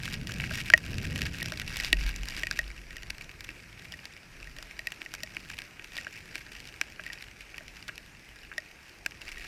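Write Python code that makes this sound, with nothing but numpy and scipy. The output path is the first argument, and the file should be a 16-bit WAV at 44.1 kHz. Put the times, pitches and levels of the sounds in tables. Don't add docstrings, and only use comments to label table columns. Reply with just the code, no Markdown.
import sys
import numpy as np
from scipy import signal
from scipy.fft import rfft, irfft, next_fast_len
from scipy.io import wavfile
from scipy.ndimage import uniform_filter1d, map_coordinates

SR = 44100
rng = np.random.default_rng(int(sys.argv[2]) if len(sys.argv) > 2 else 0)


def waveform_to_disk(signal):
    frames = np.transpose(np.atleast_2d(signal))
    scaled = np.clip(frames, -1, 1) * 32767
    samples = np.round(scaled).astype(np.int16)
    wavfile.write(sys.argv[1], SR, samples)


N = 417627


def amp(db):
    return 10 ** (np.asarray(db) / 20)


def unit(x):
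    return x / np.sqrt(np.mean(x ** 2) + 1e-20)


def curves(rows):
    times, *columns = np.transpose(rows)
    return [np.interp(np.arange(N) / SR, times, column) for column in columns]


def wobble(per_s):
    knots = rng.standard_normal(int(N * per_s / SR) + 4)
    return map_coordinates(knots, [np.arange(N) * per_s / SR])


def filtered(x, response):
    size = next_fast_len(N + 8192)
    return irfft(rfft(x, size) * response(np.fft.rfftfreq(size, 1 / SR)), size)[:N]


def coloured(x, spectrum):
    f, db = np.transpose(spectrum)
    return filtered(x, lambda hz: amp(np.interp(np.log(hz + 1), np.log(f + 1), db)))


# t/s, level/dB
GUST_LEVELS = [(0.0, -50), (0.8, -46), (2.6, -48), (2.7, -55), (3.5, -55.5), (4.25, -58), (4.5, -54),
               (7.2, -53), (7.3, -57), (9.47, -58.5)]
# t/s, length/s, level/dB over the gust
RAIN_SHEETS = [(0.03, .125, 8), (0.17, .09, -4), (0.28, .17, 4), (0.531, .15, 5), (0.98, .1, 4),
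               (1.155, .13, 5), (1.335, .08, 5), (1.68, .07, 4), (1.79, .09, 8), (2.003, .1, 5),
               (2.251, .16, 6), (5.951, .09, 6), (6.28, .12, 4), (7.68, .13, 4), (9.22, .3, 10)]


def gusts(edge_s=0.02, flutter_db=1.5):
    t = np.arange(N) / SR
    sheets_db = sum(np.interp(t, [s - edge_s, s, s + length, s + length + edge_s], [0, db, db, 0])
                    for s, length, db in RAIN_SHEETS)
    return curves(GUST_LEVELS)[0] + sheets_db + flutter_db * wobble(per_s=12)


# f/Hz, relative level/dB
PAVING_SPECTRUM = [(180, -7), (300, 1), (495, -4), (1110, -7.5), (1620, -1.5), (2510, 0.5), (3390, -12.5),
                   (5590, -9.5), (6720, -15.5), (12900, -23.5), (14700, -23.5), (16300, -61)]


def paving_hiss(gust_db):
    spectra = signal.stft(rng.standard_normal(N), nperseg=512)[2]
    patches = uniform_filter1d(rng.standard_normal(spectra.shape), size=6, axis=0)
    patches = uniform_filter1d(patches, size=10, axis=1)
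    noise = signal.istft(spectra * amp(1.6 * unit(patches)), nperseg=512)[1][:N]
    level_db = -53.5 + 0.22 * (gust_db - gust_db.mean())
    return amp(level_db) * unit(coloured(noise, PAVING_SPECTRUM))


# t/s, deep roll level/dB, growl level/dB
THUNDER_LEVELS = [(0.0, -47, -43.5), (0.26, -45, -39.5), (0.81, -52, -43.5), (0.95, -40, -37.5),
                  (1.12, -45, -35), (1.2, -50, -38), (1.5, -55, -41.5), (2.0, -28.5, -46.5),
                  (2.4, -46.5, -50.5), (2.77, -45.5, -54), (4.22, -67.5, -56.5), (4.4, -48.5, -58.5),
                  (5.09, -62.5, -58), (7.86, -58, -57.5), (8.83, -64.5, -62), (9.47, -51, -60)]
# f/Hz, relative level/dB
ROLL_SPECTRUM = [(12, -33), (22, 1.5), (33, -15), (47, 2), (75, -31.5), (160, -120)]
GROWL_SPECTRUM = [(32, -46), (55, -0.5), (162, -2.5), (353, -18), (780, -30), (1320, -120)]


def thunder():
    roll_db, growl_db = curves(THUNDER_LEVELS)
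    roll = amp(0.38 * wobble(per_s=2.5)) * coloured(rng.standard_normal(N), ROLL_SPECTRUM)
    growl = amp(1.9 * wobble(per_s=7.5)) * coloured(rng.standard_normal(N), GROWL_SPECTRUM)
    return amp(roll_db) * unit(roll) + amp(growl_db) * unit(growl)


def ringing(blows, hz, t60):
    turn = np.exp(2j * np.pi * hz / SR)
    decay, onset = amp(-60 / (t60 * SR)), np.exp(-hz / (1.1 * SR))
    return signal.lfilter([1 - onset], np.poly([decay * turn, onset * turn]), blows).imag


def dying_away(blows, t60):
    return signal.lfilter([1], [1, -amp(-60 / (t60 * SR))], blows)


# f/Hz, level/dB, t60/s
HOUSING_MODES = [
    [(625, -7, 0.045)],
    [(1633, 4.5, 0.017), (1468, 9, 0.0033)],
    [(1886, -0.5, 0.03)],
    [(2273, -0.5, 0.0099), (2590, -3.5, 0.012), (2832, -5, 0.011), (315, -16, 0.018), (864, -7.5, 0.0025)],
    [(3820, -12.5, 0.0074), (4830, -1, 0.005), (5635, -6.5, 0.0085), (7190, -16, 0.011)],
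]
# f/Hz, relative level/dB
SPLASH_SPECTRUM = [(800, -22), (2500, 6), (5000, -1), (8000, -8.5), (11000, -12.5), (13000, -10),
                   (15000, -37), (16500, -49)]


def struck_housing(times, part_db, scatter_db, splash_t60):
    at = np.minimum(np.round(times * SR).astype(int), N - 1)
    modes = [(part, *mode) for part, own in enumerate(HOUSING_MODES) for mode in own]
    spot_db = scatter_db * rng.uniform(-1, 1, (len(times), len(modes) + 1))
    pitch_rank = np.argsort(np.argsort([mode[1] for mode in modes] + [SR]))
    polarity = (-1) ** pitch_rank * np.sign(rng.standard_normal(spot_db.shape) + 0.8)
    rings = np.zeros(N)
    for k, (part, hz, db, t60) in enumerate(modes):
        force = polarity[:, k] * amp(part_db[:, part] + db + spot_db[:, k])
        rings += ringing(np.bincount(at, force, N), hz, t60)
    splashes = np.bincount(at, amp(part_db[:, -1] + spot_db[:, -1]), N)
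    water = unit(coloured(rng.standard_normal(N), SPLASH_SPECTRUM))
    return rings + dying_away(splashes, splash_t60) * water


def patter(gust_db, count=2200):
    landed = np.cumsum(amp(0.6 * gust_db))
    when, size = rng.random((count, 2)).T
    times = np.interp(when * landed[-1], landed, np.arange(N) / SR)
    size_db = -5.5 * np.log(1 - 0.96 * size)
    part_db = size_db[:, None] + [-24.0, -11.0, -8.5, 0.5, -2.5, -4.0]
    ticks = struck_housing(times, part_db, scatter_db=11.5, splash_t60=0.0086)
    return amp(0.7 * gust_db - 14.0) * unit(ticks)


def spray(gust_db, count=5500):
    when, size = rng.random((count, 2)).T
    size_db = -5 * np.log(1 - 0.98 * size)
    hits = np.bincount((when * N).astype(int), amp(size_db), N)
    fizz = dying_away(hits, t60=0.0035) * rng.standard_normal(N)
    level_db = 1.336 * gust_db + 1.1 * wobble(per_s=30) + 3
    return amp(level_db) * unit(coloured(fizz, SPLASH_SPECTRUM))


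# t/s, level/dB, landing angle/deg, rim level/dB over the drop's level
BIG_DROPS = [(0.0563, -31.5, 130, 0.5), (0.0778, -23, 264, -10.5), (0.1338, -34, 145, 3),
             (0.2713, -34.5, 150, 2), (0.2955, -28, 290, -14), (0.3091, -35, 170, -3),
             (0.3999, -19.5, 183, -19), (0.439, -19.5, 190, -32), (0.5111, -17.5, 323, -35),
             (0.5569, -39.5, 110, 7.5), (0.701, -13.5, 253, -7.5), (0.7369, 3.5, 85, -21),
             (0.7775, -23.5, 144, -4.5), (0.9828, -27.5, 200, -2.5), (1.052, -27.5, 196, -3.5),
             (1.1593, -23.5, 140, -5.5), (1.2176, -20, 190, -5), (1.4186, -21.5, 100, -29),
             (1.428, -33.5, 120, 9.5), (1.4583, -28.5, 300, 2.5), (1.521, -17, 324, -13),
             (1.598, -31, 170, 3), (1.769, -39.5, 180, 16), (1.8004, -19, 116, -4),
             (1.847, -34.5, 100, 11.5), (1.9288, -3, 143, -9.5), (2.1615, -40, 120, 9.5),
             (2.286, -33.5, 110, 5), (2.4338, -13.5, 87, -11), (2.4697, -20, 130, -7),
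             (2.5114, -20, 256, -2), (2.5903, -12, 72, -8.5), (2.907, -29.5, 120, -11),
             (2.9671, -30, 74, -2), (3.032, -30.5, 160, -3.5), (3.104, -26, 197, 1), (3.21, -34, 170, -10),
             (3.293, -33, 180, -10), (3.407, -33.5, 200, 1), (3.49, -26, 185, -15), (3.922, -35, 20, 3),
             (3.939, -28, 105, -17), (4.0545, -36.5, 47, 6.5), (4.4723, -30, 88, -14),
             (4.5857, -29.5, 380, -6), (4.6269, -37, 310, 2.5), (4.792, -21, 114, -11),
             (4.871, -16, 106, -13), (4.9201, -26, 160, -7.5), (5.017, -27, 190, -11),
             (5.061, -25, 114, -19), (5.1389, -25, 294, -2.5), (5.234, -21.5, 38, -1),
             (5.3675, -23, 190, -15), (5.501, -29.5, 214, -8), (5.5882, -27, 185, -6.5),
             (5.7952, -27.5, 165, -16), (5.844, -33.5, 190, -4), (5.9675, -27.5, 170, -5.5),
             (5.984, -20, 110, -20), (6.0676, -22, 295, -24), (6.3553, -25, 200, -6),
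             (6.6024, -36.5, 185, 3), (6.813, -15, 213, -4), (6.9958, -23, 290, -33),
             (7.064, -25, 106, -8.5), (7.101, -23.5, 110, -23), (7.1312, -34.5, 190, 4),
             (7.224, -35, 200, -1.5), (7.543, -32, 160, -19), (7.5813, -24, 135, -13),
             (7.6067, -29, 340, -26), (7.6807, -39.5, 180, 2.5), (7.881, -33, 130, -4.5),
             (7.884, -37, 230, -2.5), (7.8891, -25, 290, -20), (7.8933, -28.5, 220, -20),
             (7.979, -32.5, 164, -2), (8.5158, -32, 240, -30), (8.5195, -35, 220, -30),
             (8.5275, -35, 250, -30), (8.5805, -16.5, 37, -9.5), (9.062, -17.5, 247, -5),
             (9.1195, -35.5, 180, -27), (9.3724, -30.5, 100, -21)]
# angle/deg, level/dB when hit there, loss/dB a quarter turn away
HOUSING_LAYOUT = [(0, -8.5, 10.5), (261, -5, 12.5), (78, -3.5, 8), (189, 0, 9.5), (200, 2, 2)]


def big_drops():
    times, drop_db, landing_deg, rim_db = np.transpose(BIG_DROPS)
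    part_deg, direct_db, loss_db = np.transpose(HOUSING_LAYOUT)
    reach_db = direct_db - loss_db * (1 - np.cos(np.radians(landing_deg[:, None] - part_deg)))
    splash_db = reach_db[:, -1] + rim_db
    part_db = drop_db[:, None] + np.column_stack([reach_db[:, :-1], rim_db, splash_db])
    return struck_housing(times, part_db, scatter_db=3.2, splash_t60=0.0085)


def scene():
    gust_db = gusts()
    near_rain = big_drops() + patter(gust_db) + spray(gust_db)
    return (near_rain + paving_hiss(gust_db) + thunder())[None]


def record(dry, ceiling=0.99, top_hz=16500):
    rounded = dry[0] / (1 + np.abs(dry[0] / ceiling) ** 8) ** (1 / 8)
    return filtered(rounded, lambda hz: hz < top_hz)[None]


dry = scene()
out = record(dry)
waveform_to_disk(out)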